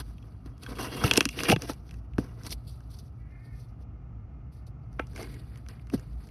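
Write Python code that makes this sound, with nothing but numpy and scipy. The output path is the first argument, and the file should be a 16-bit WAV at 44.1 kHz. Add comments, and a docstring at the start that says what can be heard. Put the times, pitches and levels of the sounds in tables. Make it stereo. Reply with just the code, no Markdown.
"""Outdoors on wood chips, a folding knife scores and pries a flap out of a hollow cardboard box.
Rubbing is tiny slips of the blade that set box, board, blade and paper fibres ringing; fingers rustle.
Snapping fibres are short noise bursts, and knocks from fingers and handle ring the box's own modes.
Behind them are far traffic made of shaped noise, a machine hum of two wavering tones, and one hoarse
bird call made of pulses sent through throat resonances."""
import sys
import numpy as np
from scipy import signal
from scipy.fft import rfft, irfft, next_fast_len
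from scipy.io import wavfile
from scipy.ndimage import uniform_filter1d

SR = 44100
rng = np.random.default_rng(int(sys.argv[2]) if len(sys.argv) > 2 else 0)


def log_audio(samples):
    """Write samples as a 16-bit WAV file to the path given in sys.argv[1]."""
    # one column per channel
    frames = np.atleast_2d(samples).T
    # limit to full scale, then quantise
    limited = np.clip(frames, -1, 1)
    pcm = np.round(limited * 32767).astype(np.int16)
    wavfile.write(sys.argv[1], SR, pcm)


N = 277830

# blade strokes in or against the board; rise and fall each span 20 dB:
# (time of full level [s], rise [s], hold [s], fall [s],
#  box boom [dB], board rasp [dB], blade ring [dB], fibre hiss [dB])
BLADE_STROKES = [(0.0, .005, 0.002, 0.018, -34, -40, -41, -36.5),
                 (0.693, 0.021, 0.035, 0.053, -37.5, -48.5, -69, -51.5),
                 (0.77, 0.035, 0.038, .02, -45, -53.5, -65, -51.5),
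                 (0.79, 0.0038, 0.024, 0.05, -32.5, -41, -45, -39.5),
                 (0.826, 0.041, 0.031, 0.057, -36.5, -43, -44, -42.5),
                 (0.985, 0.24, 0.12, 0.029, -37, -44, -45, -45),
                 (1.041, 0.016, 0.021, 0.049, -30.5, -38.5, -42, -34.5),
                 (1.133, 0.013, 0.043, 0.12, -35.5, -42, -40, -40),
                 (1.309, .01, 0.039, 0.03, -69, -77, -56, -53),
                 (1.388, 0.05, 0.064, 0.084, -37, -45, -46, -43),
                 (1.482, 0.095, 0.0068, 0.023, -38.5, -39.5, -36, -39.5),
                 (1.487, 0.0088, 0.036, 0.021, -21.5, -34, -25.5, -27),
                 (1.62, 0.059, 0.036, 0.019, -43, -52, -55.5, -50.5),
                 (1.684, 0.027, 0.0061, 0.02, -45, -49.5, -63, -44.5),
                 (1.693, 0.0039, 0.016, 0.039, -45, -48.5, -54.5, -43),
                 (2.184, 0.0034, 0.0044, 0.059, -32.5, -51.5, -63, -50.5),
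                 (2.242, 0.087, 0.018, 0.22, -51, -59, -69.5, -62.5),
                 (4.99, .005, 0.011, 0.062, -52.5, -54.5, -51.5, -67),
                 (5.171, 0.033, 0.012, 0.03, -42.5, -55, -52, -49.5),
                 (5.194, 0.01, 0.052, 0.048, -40, -54, -52.5, -52),
                 (5.25, 0.025, 0.095, 0.21, -50, -59, -63.5, -59.5),
                 (5.691, 0.0038, 0.015, 0.13, -53.5, -56.5, -61.5, -61.5),
                 (5.939, 0.02, 0.008, 0.018, -32, -48, -60, -43),
                 (5.977, 0.023, .005, 0.14, -47.5, -60, -63, -60)]
# fingers sliding on paper and scrap, rise and fall as above:
# (time of full level [s], rise [s], hold [s], fall [s], box boom [dB], fibre hiss [dB])
FINGER_RUSTLES = [(0.05, 0.05, 0.053, 0.026, -57, -63.5), (0.242, .02, 0.013, 0.24, -59, -76),
                  (0.46, 0.012, 0.0036, 0.072, -50, -62), (0.634, 0.045, 0.005, 0.11, -45.5, -53),
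                  (1.918, 0.42, 0.031, 0.14, -62, -67.5), (2.402, .1, 0.013, 0.036, -53, -63.5),
                  (2.466, 0.032, 0.0024, 0.022, -38.5, -41.5), (2.524, 0.03, 0.0035, 0.017, -44, -34.5),
                  (2.677, 0.014, 0.0088, 0.15, -75, -56.5), (2.907, 0.017, 0.057, 0.06, -64.5, -61.5),
                  (2.987, .005, 0.012, 0.016, -72.5, -58), (3.035, 0.045, 0.046, 0.01, -73.5, -69.5),
                  (3.455, 0.12, 0.0048, 0.077, -77.5, -69), (3.598, 0.13, 0.005, 0.11, -75, -62.5),
                  (3.828, 0.063, 0.0053, 0.0094, -81, -74.5), (4.523, 0.011, 0.044, .08, -89, -68),
                  (4.67, 0.01, 0.0044, 0.032, -78, -63.5), (4.936, 0.041, 0.0046, 0.041, -71, -72.5),
                  (5.148, 0.23, 0.0063, .01, -58.5, -64), (5.578, 0.17, 0.0054, 0.048, -57, -67.5),
                  (6.207, .03, 0.087, 0.085, -61.5, -65)]
# what a rustle also moves: (board under the boom [dB], blade under the hiss [dB])
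RUSTLE_SHARES = [-8.5, -24]
# faint hiss of moving hands between strokes: (time [s], level [dB])
HAND_HISS = [(0.0, -69.5), (0.52, -80.5), (0.95, -104), (1.33, -58.5), (2.02, -87.5), (2.42, -70),
             (4.11, -94), (4.95, -93), (5.16, -74.5), (6.3, -73.5)]
# faint steady murmur: (box level [dB], board level [dB], blade level [dB])
MURMUR = [-65, -82.5, -84.5]

# air and walls of the box: (pitch [Hz], level [dB], time to fall 60 dB [s])
BOX_MODES = [(118, 1, 0.14), (157, 1.5, 0.16), (206, 12, 0.035), (278.7, 10, 0.067), (383, 9.5, 0.03),
             (486.6, 6, 0.053), (621.8, 7.5, 0.027), (778, 5, 0.017), (878, -1.5, 0.099),
             (1143.6, 0, 0.023), (1330, 5, 0.045), (1730, -29.5, 0.056)]
# the board; rubbing doubles the widths, and the levels count in snaps only:
# (pitch [Hz], width [Hz], level [dB])
BOARD_MODES = [(1101, 190, -2.5), (1280, 340, -2.5), (1624, 340, -3), (1900, 100, -10.5), (2160, 120, -6)]
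# the blade held in the board; levels count in snaps only: (pitch [Hz], width [Hz], level [dB])
BLADE_MODES = [(2110, 160, 9), (2370, 170, 1.5), (2730, 550, 2), (2783, 140, 3), (3260, 78, 1.5)]
# the paper face; rubbing widens it by a tenth, and the levels count in snaps only:
# (pitch [Hz], width [Hz], level [dB])
FACE_MODES = [(3865, 1800, -2), (4655, 1300, 0), (5720, 1900, 0.5)]
# bright spectrum of tearing fibres: (pitch [Hz], level [dB per Hz])
FIBRE_SPECTRUM = [(3400, -5), (3800, -7.5), (4400, -5.5), (5000, 0.5), (5700, -5), (6800, 0.5), (9000, 2),
                  (12000, -3), (15500, -8.5)]

# box pitch that rubbing favours: (time [s], pitch [Hz])
BOX_FAVOURED = [(0.6, 282), (.72, 275), (.8, 430), (.88, 440), (1.0, 333), (1.4, 352), (1.5, 485),
                (1.7, 452), (2.2, 285), (2.45, 348), (5.15, 448.7), (5.2, 500), (5.26, 264), (6.0, 353)]
# board pitch favoured by where the board is pressed: (time [s], pitch [Hz])
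BOARD_FAVOURED = [(0.7, 1120), (.85, 1280), (1.0, 1310), (1.401, 1500), (2.2, 1250), (2.398, 1213),
                  (5.151, 1260), (5.27, 1522), (5.999, 1423)]
# blade pitch favoured, higher the freer the blade stands of the board: (time [s], pitch [Hz])
BLADE_FAVOURED = [(0.7, 3040), (.87, 2960), (1.02, 3200), (1.06, 2880), (1.12, 2670), (1.6, 2562),
                  (4.99, 2300), (5.1, 2437), (5.2, 2290), (5.3, 2090), (5.36, 2410)]
# paper face pitch that rubbing favours: (time [s], pitch [Hz])
FACE_FAVOURED = [(0.6, 5200), (1.0, 5300), (1.5, 5300), (2.3, 5600), (2.5, 4900), (3.0, 5200), (5.2, 5200),
                 (5.4, 4300), (6.0, 5200), (6.22, 4750)]

# fibres snapping; over its length a burst's decay loses about 17 dB:
# (time [s], peak [dB], blade ring [dB], crack over board rasp [dB], length [ms])
FIBRE_SNAPS = [(0.182, -62.5, 14, 2, 2.6), (0.226, -55.5, 3.5, 9, 3.2), (0.46, -45.5, -6, 19, 3.4),
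               (0.493, -62, -12.5, -2, 2.2), (0.579, -47.5, -19, 15, 1.7), (0.6344, -33.5, -3, 23, 1.5),
               (0.6628, -33, -4.5, -8, 3.8), (0.689, -52, 1, -5, 2.7), (0.721, -41, -7, 5, 1.5),
               (0.754, -40, -3, 12, 2), (0.761, -45, -2, 12, 2), (0.785, -33, -5, -4, 2.7),
               (1.04, -19, -14, 21, 2.5), (1.0777, -24, 1, 13, 2.2), (1.1114, -8.5, 4.5, 7, 1.4),
               (1.1357, -9.5, -9, 22, 2.2), (1.158, -21.5, 4.5, 11, 1.3), (1.168, -14, -7, 16, 4.2),
               (1.1738, -1, -24, 16.5, 3.5), (1.1754, -6.5, -0.5, 23, 1.6), (1.2066, -6.5, -0.5, 7.5, 0.36),
               (1.2273, -28, -4, 11, 1.1), (1.2536, -8.5, -7, 14, 0.84), (1.289, -21.5, -2.5, 18, 3.1),
               (1.328, -43.5, 4.5, 14, 3), (1.389, -29, 8, 10, 2.9), (1.4041, -27, 4, -1, 1.3),
               (1.434, -13, -34, 10, 0.24), (1.4543, -29, 3, -7, 3.4), (1.4898, -16, -7, -19, 2.7),
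               (1.4987, -11, 1.5, 5, 1.3), (1.5077, -33, -12, 17.0, 2.5), (1.517, -21, 9.5, 7.5, 2.7),
               (1.524, -21, -18, -7, 1.3), (1.527, -24, -16.0, 16, 2.9), (1.561, -29.5, 6, -1.5, 2.9),
               (1.62, -19.5, -12.5, 16, 0.63), (1.635, -37, -22, 10, 2.5), (1.6947, -29, -5, 11.5, 5.1),
               (1.733, -37.5, -8, 15, 2.5), (1.892, -48, 1, 6, 1.9), (1.9096, -39.5, -2, 10, 0.63),
               (1.9403, -45, -7, 7.5, 4.5), (2.135, -55.5, 5.5, 6.5, 1.4), (2.182, -23.5, -9.5, -7.5, 0.79),
               (2.434, -35.5, -22, 23, 2.5), (2.448, -45, 1, 11, 3.2), (2.465, -26, -19, 28, 3.1),
               (2.493, -39.5, -14, 26, 2.5), (2.506, -26, -21, 30, 2.5), (2.5261, -29.5, -5.5, 27.5, 1.3),
               (2.805, -51, -6.5, 2, 2.3), (2.988, -44, -35, 16.5, 3.3), (3.168, -66, -28.5, -9.5, 2.4),
               (4.667, -48.5, -22.5, 25, 3.9), (4.929, -50.5, -26.5, 9, 2.3), (4.9952, -20, -3.5, -17, 1),
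               (5.069, -44, -35, 16, 4.9), (5.1322, -49, -6, 5, 2.5), (5.16, -36.5, 0, 4, 4.3),
               (5.177, -38.5, -2, 1, 2.1), (5.184, -43, -10, 14, 2), (5.197, -42, 2, 3, 2.7),
               (5.229, -33, -6, 14, 1.7), (5.25, -48, -5, 5, 2), (5.272, -48, -10, -4, 2.7),
               (5.224, -34, -15, 11, 1.3), (5.341, -44, -1.5, 17, 5.1), (5.5573, -46.5, -1, 8.5, 2.9),
               (5.574, -44, -22, 12.5, 2.5), (5.663, -48, -0.5, -3, 1.75), (5.686, -32.5, -12.5, 13, 2.1),
               (5.795, -57.5, 8, -11, 2), (5.87, -49.5, -3, 6, 3.3), (5.899, -39.5, -2.5, 4.5, 1.8),
               (5.937, -32, -16, 2.5, 0.74), (5.995, -43, -16, 4, 4.6), (6.112, -61.5, -4, 2, 1.85),
               (6.154, -58.5, -13, 11, 2), (6.271, -46, -20, 9, 2.8), (6.288, -50, -2, 10, 2)]
# dull knocks on the box:
# (time [s], peak [dB], centre pitch [Hz], contact [ms], freedom to ring [0-1])
BOX_KNOCKS = [(0.46, -32, 125, 0.22, 0.33), (1.0388, -12, 1180, 0.4, 0.43), (1.043, -26, 502.6, 0.4, 0.4),
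              (1.062, -23, 605.2, 0.83, 0.2), (1.0422, -9, 110, 1.6, 0.22), (1.113, -21, 436.2, 0.36, 0.36),
              (1.175, -10, 299.5, 1.2, 0.61), (1.178, -13, 558.4, 0.26, 0.52),
              (1.21, -21.5, 282, 0.83, 0.32), (1.257, -21.5, 268.5, 0.92, 1), (1.492, -17, 238, 5.1, 0.83),
              (1.5, -14, 215, 0.51, 0.67), (1.5205, -14, 688, 0.46, 1), (1.5255, -9.5, 700, 0.51, 1),
              (1.527, -14.5, 129, 1.1, 0.8), (1.563, -16, 167.2, 0.76, 0.23),
              (1.695, -22.5, 737, 0.43, 0.67), (1.696, -24.5, 272, 1.07, 0.46),
              (2.182, -25.5, 104, 0.6, 0.86), (2.183, -11, 288, 1.36, 0.4), (4.9937, -22.5, 1310, 0.24, 1),
              (4.9952, -26, 636, 0.52, 1), (4.9953, -26, 374, 0.42, 0.43), (5.194, -55, 580, .6, 0.7),
              (5.936, -18.5, 297, 0.63, 1), (5.94, -15, 180, 1.37, 0.52)]

# near sound at the two microphone ports: (pitch [Hz], right's lead over left [half turns])
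PORT_LEAD_CURVE = [(1000, -.05), (2200, -.1), (3200, -.3), (4500, -.05), (5800, 0), (6600, 1), (8100, 1.03),
                   (10000, 1.98), (11700, 2), (14000, 3), (16000, 3.05)]
# near sound at the two ports: (pitch [Hz], left over right [dB])
PORT_BALANCE_CURVE = [(150, -2.5), (400, -1), (900, 1), (2500, 0.5), (5500, 3), (7000, 0)]

# the bird's call: (time [s], pitch [Hz], level [dB])
BIRD_CALL = [(3.16, 316, -86), (3.21, 320, -70), (3.26, 326, -65.5), (3.30, 346, -64.5), (3.36, 351, -60.5),
             (3.41, 353, -60.5), (3.46, 362, -62), (3.51, 361, -63.5), (3.57, 354, -65), (3.66, 352, -78)]
# resonances of the bird's throat: (pitch [Hz], width [Hz], level [dB])
BIRD_THROAT = [(1450, 300, -6), (1770, 220, 4), (2130, 350, 0), (2500, 300, -8)]
# spectrum of the far traffic: (pitch [Hz], level [dB per Hz])
TRAFFIC_SPECTRUM = [(20, -35.5), (35, -33), (55, 3.5), (85, -9), (118, -2.5), (175, -17.5), (250, -19.5),
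                    (500, -35), (700, -27.5), (1000, -39), (1290, -33), (1600, -48), (2800, -53),
                    (3400, -66), (6000, -64), (9000, -86.5)]
# the machine's tones: (pitch [Hz], level [dB])
HUM_TONES = [(58, -50.5), (118, -59.5)]
# how alike a far sound is left and right: (pitch [Hz], likeness [-1 to 1])
FAR_LIKENESS = [(40, 0.96), (90, 0.93), (180, 0.95), (550, -0.6), (1650, 0.14), (4970, 0.22), (15000, 0.7)]

GRAINS_PER_S, GRAIN_SPREAD_DB = 3200, 1   # typical rate of the slips; spread of their sizes
RUB_WIDTH_DB = -11.5   # the rubbed patch is wide: this part differs between the ports
FACE_DB = -2   # resonant paper face against the broad hiss
UNEVEN_DB, UNEVEN_HZ = 1.58, 36.0   # each body takes the slips unevenly
WANDER_DB, WANDER_HZ = 3, 25.0   # each mode swells and sinks on its own as the contact shifts
SNAP_WIDTH_DB = -9   # part of a snap that differs between the ports
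FIRST_BREAK = 5.0   # first fibre to part, in multiples of the burst's noise before its swell
CRACK_SHIFT_S = .0006   # lines the crack up with the onset of board and blade
CRACK_FACE_DB, SIZZLE_DB = 1, -6   # paper face in a crack; top of a snap under its crack
KNOCK_WIDTH_DB = 1.2   # spread of a mode's balance per octave above the lowest: + left, - right
TRAFFIC_DB = -42
CUTOFF_HZ = 16600


def rub():
    """The same tiny slips drive the box, the board, the blade and the fibres."""
    boom_gain, rasp_gain, ring_gain, hiss_gain = rub_gains()
    middle = grains(smooth=0.47)
    edge = amp(RUB_WIDTH_DB) * grains(smooth=1.0)
    # only the duller part differs between the ports
    edge = signal.lfilter([.7], [1, -.3], edge)
    slips = np.array([middle + edge, middle - edge])

    wide_board = [(hz, 2 * width, db) for hz, width, db in BOARD_MODES]
    wide_face = [(hz, 1.1 * width, db) for hz, width, db in FACE_MODES]
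    face = favoured(slips, wide_face, FACE_FAVOURED, 80.0, least_db=-9.5)
    boom = box_boom(slips)
    rasp = favoured(slips, wide_board, BOARD_FAVOURED, 50.0, least_db=-12.5)
    blade = favoured(slips, BLADE_MODES, BLADE_FAVOURED, 150.0, least_db=-11)
    hiss = rms_one(rms_one(fibre_colour(slips)) + amp(FACE_DB) * face)
    return boom_gain * boom + rasp_gain * rasp + ring_gain * blade + hiss_gain * hiss


def grains(smooth):
    """Tiny uneven slips come in clumps, over smooth friction noise."""
    sizes = amp(GRAIN_SPREAD_DB * np.minimum(rng.exponential(1, N), 5)) * rng.choice([-1, 1], N)
    born = rng.random(N) < GRAINS_PER_S * amp(4 * drift(30)) / SR
    return rms_one(sizes * born) + smooth * rng.standard_normal(N)


def box_boom(slips):
    """Slips ring the middle modes of the box, strongest near the pitch favoured at that moment."""
    favoured_hz, = in_time(BOX_FAVOURED)
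    boom, power = 0, 0
    for k, (hz, level_db, t60) in enumerate(BOX_MODES[2:10]):
        share = amp(level_db - 5.0 * np.log2(hz / favoured_hz) ** 2) * np.sqrt(t60)
        boom = boom + (-1) ** k * share * rms_one(ring(slips, hz, t60))
        power = power + share ** 2
    return boom / np.sqrt(power)


def favoured(slips, modes, pitch, narrowness, least_db):
    """Modes ring more the nearer the favoured pitch, with wandering shares; none falls silent."""
    favoured_hz, = in_time(pitch)
    rings, power = 0, 0
    for mode in modes:
        nearness_db = -narrowness * np.log2(mode[0] / favoured_hz) ** 2
        weight = amp(np.maximum(nearness_db, least_db) + WANDER_DB * drift(WANDER_HZ))
        rings = rings + weight * rms_one(resonate(resonate(slips, [mode]), [mode]))
        power = power + weight ** 2
    return rings / np.sqrt(uniform_filter1d(power, size=4000))


def rub_gains():
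    """Loudness of box, board, blade and fibres: strokes, rustles and faint sound add as powers."""
    cuts = np.transpose(BLADE_STROKES)
    *rustle_times, boom_db, hiss_db = np.transpose(FINGER_RUSTLES)
    rustle_db = [boom_db, boom_db + RUSTLE_SHARES[0], hiss_db + RUSTLE_SHARES[1], hiss_db]
    power = amp(cuts[4:]) ** 2 @ strokes(*cuts[:4]) + amp(rustle_db) ** 2 @ strokes(*rustle_times)
    faint_db = [*MURMUR, *in_time(HAND_HISS)]
    steps = np.arange(N) / 16   # the envelopes have one value every 16 samples
    gains = []
    for p, db in zip(power, faint_db):
        steady = np.sqrt(np.interp(steps, np.arange(len(p)), p) + amp(db) ** 2)
        gains.append(steady * amp(UNEVEN_DB * drift(UNEVEN_HZ)))
    return gains


def strokes(s, rise, hold, fall):
    """Each stroke's power swells, holds and fades in straight lines of dB."""
    t = np.arange(0, N + 16, 16) / SR - s[:, None]
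    up = t / np.maximum(rise, .002)[:, None]
    down = (np.abs(hold)[:, None] - t) / np.maximum(fall, .002)[:, None]
    return amp(2 * 20 * np.clip(np.minimum(up, down), -6, 0))   # the 2 turns gain into power


def snaps():
    """Each snap is a sharp, dying noise burst that rings board and blade and cracks in the treble."""
    s, peak_db, blade_db, bright_db, ms = np.transpose(FIBRE_SNAPS)
    t = np.arange(1200) / SR
    swell = (1 - np.exp(-t / 0.00039)) * np.exp(-t * 2000 / np.maximum(ms, .3)[:, None])
    middle, edge = np.moveaxis(rng.standard_normal((len(s), 2, 1200)), 1, 0) * swell
    middle[:, round(CRACK_SHIFT_S * SR / 2)] += FIRST_BREAK
    bursts = middle[:, None] + amp(SNAP_WIDTH_DB) * edge[:, None] * [[1], [-1]]

    board = focus(bursts, BOARD_MODES, 730, 2000)
    favoured_hz = np.interp(s, *np.transpose(BLADE_FAVOURED))[:, None, None]
    blade = 0
    for k, mode in enumerate(BLADE_MODES):
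        nearness = amp(-110.0 * np.log2(mode[0] / favoured_hz) ** 2)
        blade = blade + (-1) ** k * nearness * focus(bursts, [mode], 2300, 3800)
    # the paper face colours the crack
    fibres = fibre_colour(bursts + amp(CRACK_FACE_DB) * resonate(bursts, FACE_MODES))
    fibres = np.roll(fibres, round(CRACK_SHIFT_S * SR), axis=-1)
    crack = signal.sosfilt(signal.butter(4, 7000, "low", fs=SR, output="sos"), fibres)
    sizzle = signal.sosfilt(signal.butter(4, 7000, "high", fs=SR, output="sos"), fibres)

    crack_db = np.minimum(bright_db, 0)
    shares_db = [np.minimum(-bright_db, 0), blade_db, crack_db, crack_db + SIZZLE_DB]
    out = np.zeros((2, N + 1200))
    for part, db in zip([board, blade, crack, sizzle], shares_db):
        part = part / np.abs(part).max(axis=(1, 2), keepdims=True) * amp(peak_db + db)[:, None, None]
        for start, row in zip(s, part):
            out[:, round(start * SR):][:, :1200] += row
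    return out[:, :N]


def knocks():
    """A soft push rings box modes near its pitch; a pressing hand damps, a free wall rings on fewer."""
    out, t = np.zeros((2, N + 9000)), np.arange(8000)[:, None] / SR
    hz, level_db, t60 = np.transpose(BOX_MODES)
    signs = (-1) ** np.arange(len(BOX_MODES))
    spread_db = rng.normal(0, 3.0, (len(BOX_KNOCKS), len(BOX_MODES)))
    balance_db = rng.normal(0, KNOCK_WIDTH_DB, spread_db.shape) * np.log2(hz / hz[0])
    for (s, peak_db, centre_hz, ms, free), chance_db, pan_db in zip(BOX_KNOCKS, spread_db, balance_db):
        distance_db = (6.5 + 12.0 * free ** 2) * np.log2(hz / centre_hz) ** 2
        strength = amp(level_db + chance_db - distance_db) * signs
        decay = amp(-60 * t / (t60 * np.clip(free, .15, 1.5)))
        rings = np.sin(2 * np.pi * hz * t) * decay @ (strength * amp([pan_db, -pan_db])).T
        # a longer contact makes a duller knock
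        push = np.hanning(int(np.clip(ms, .1, 8) * SR / 1000) + 3)
        knock = signal.fftconvolve(rings.T, push[None])
        out[:, round(s * SR):][:, :knock.shape[1]] += amp(peak_db) * knock / np.abs(knock).max()
    # take out the deep bass and any steady offset below the knocks
    return signal.sosfilt(signal.butter(2, 80, "high", fs=SR, output="sos"), out[:, :N])


def fibre_colour(x):
    """Tearing fibres have a bright, broad spectrum."""
    high = signal.sosfilt(signal.butter(4, 3000, "high", fs=SR, output="sos"), x)
    return shape(high, lambda hz: amp(at_hz(FIBRE_SPECTRUM, hz)))


def ground_tail(near):
    """The ground and the box's far end return a short, dull, uneven tail to each port."""
    tail = rng.standard_normal((2, 2000)) * np.exp(-np.arange(2000) / 220)
    tail = signal.lfilter([.5, -.5], [1, -1.4, .45], tail) * amp(-29.5)
    return signal.fftconvolve(near, tail, axes=1)[:, :N]


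def ports(near):
    """A near sound reaches the two ports with a phase and level offset that depend on pitch."""
    lead_hz, half_turns = np.transpose(PORT_LEAD_CURVE)

    def half(hz):
        """Each port takes half of the offset."""
        turn = np.exp(-.5j * np.pi * np.interp(hz, lead_hz, half_turns))
        return amp(at_hz(PORT_BALANCE_CURVE, hz) / 2) * turn
    return np.array([shape(near[0], half), shape(near[1], lambda hz: 1 / half(hz))])


def bird():
    """Unsteady pulses pass through throat resonances and are blurred by far echoes."""
    pitch_hz, level_db = in_time(BIRD_CALL)
    turns = np.cumsum(pitch_hz * (1 + .017 * drift(70))) / SR
    pulses = np.diff(np.floor(turns), prepend=0) * amp(3.5 * drift(25))
    pulses = pulses + .05 * rng.standard_normal(N)   # a little noise between the pulses
    voice = resonate(resonate(pulses, BIRD_THROAT), [(2000, 1400, 0)])
    call = amp(level_db) * rms_one(voice)
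    echoes = rng.standard_normal((2, 3000)) * np.exp(-np.arange(3000) / 400)
    echoes[:, 0] = 14   # the direct path
    echoes = echoes / np.linalg.norm(echoes, axis=1, keepdims=True)
    return signal.fftconvolve(call[None], echoes, axes=1)[:, :N]


def background():
    """Traffic rumble swells slowly, with a machine's wavering hum and a tone about an octave above."""
    mid, side = (traffic(noise) for noise in rng.standard_normal((2, N)))
    for hz, level_db in HUM_TONES:
        turns = np.cumsum(hz * (1 + 0.034 * drift(7.4))) / SR
        mid = mid + amp(level_db + 1.2 * drift(1.4)) * np.sin(2 * np.pi * turns)
    return diffuse(mid, side)


def traffic(noise):
    """Far traffic is noise with a deep spectrum and a slowly drifting level."""
    level = amp(TRAFFIC_DB + 0.71 * drift(2.5))
    return level * rms_one(shape(noise, lambda hz: amp(at_hz(TRAFFIC_SPECTRUM, hz))))


def diffuse(mid, side):
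    """Far sound is alike left and right in the bass, mostly unlike above."""
    alike = lambda hz: np.clip(at_hz(FAR_LIKENESS, hz), -.98, .98)
    mid = shape(mid, lambda hz: np.sqrt(1 + alike(hz)))
    side = shape(side, lambda hz: np.sqrt(1 - alike(hz)))
    return np.array([mid + side, mid - side]) / np.sqrt(2) * amp([[-1.3], [1.3]])


def amp(db):
    """Gain of a level in dB."""
    return 10 ** (np.asarray(db) / 20)


def rms_one(x):
    """Scale to an average strength (rms) of 1."""
    return x / np.sqrt(np.mean(x ** 2) + 1e-20)


def in_time(rows):
    """Turn table columns into curves with one value a sample."""
    s, *columns = np.transpose(rows)
    return [np.interp(np.arange(N) / SR, s, c) for c in columns]


def at_hz(points, hz):
    """Read a (pitch [Hz], value) table along a log pitch axis."""
    table_hz, values = np.array(points).T
    return np.interp(np.log(hz + 1), np.log(table_hz), values)


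def shape(x, response):
    """Filter by a function of frequency."""
    length = x.shape[-1]
    size = next_fast_len(length + 4096)
    hz = np.arange(size // 2 + 1) * SR / size
    return irfft(rfft(x, size) * response(hz), size)[..., :length]


def drift(rate):
    """Slow random wander with spread 1; rate in Hz sets how fast."""
    r = np.exp(-80 * np.pi * rate / SR)   # one step every 40 samples
    noise = rng.standard_normal(N // 40 + 2002)
    slow = signal.lfilter([1], [1, -2 * r, r * r], noise)[2000:]
    return np.interp(np.arange(N) / 40, np.arange(len(slow)), rms_one(slow))


def resonate(x, modes):
    """Resonances side by side, with alternating sign."""
    out = 0
    for k, (hz, width, level_db) in enumerate(modes):
        r = np.exp(-np.pi * width / SR)
        b = (1 - r * r) / 2 * np.array([1, 0, -1])
        a = [1, -2 * r * np.cos(2 * np.pi * hz / SR), r * r]
        out = out + (-1) ** k * amp(level_db) * signal.lfilter(b, a, x)
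    return out


def ring(x, hz, t60):
    """A unit click sets a dying sine ringing from height 1."""
    r, w = amp(-60 / (t60 * SR)), 2 * np.pi * hz / SR
    return signal.lfilter([0, np.sin(w)], [1, -2 * r * np.cos(w), r * r], x + 1e-18)


def focus(x, modes, low_hz, high_hz):
    """Resonances with dark valleys on either side."""
    band = signal.butter(2, [low_hz, high_hz], "band", fs=SR, output="sos")
    return signal.sosfilt(band, resonate(x, modes))


def scene():
    """Hands, knife and box are close by; traffic, hum and bird are far off."""
    near = rub() + knocks() + snaps()
    return ports(near) + ground_tail(near) + background() + bird()


def record(dry):
    """The lowest bass is cut, the loudest peaks are rounded, the top is cut."""
    low_cut = signal.sosfilt(signal.butter(2, 22, "high", fs=SR, output="sos"), dry)
    rounded = .9 * np.tanh(low_cut / .9)
    return signal.sosfilt(signal.cheby2(12, 60, CUTOFF_HZ, fs=SR, output="sos"), rounded)


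dry = scene()
out = record(dry)
log_audio(out)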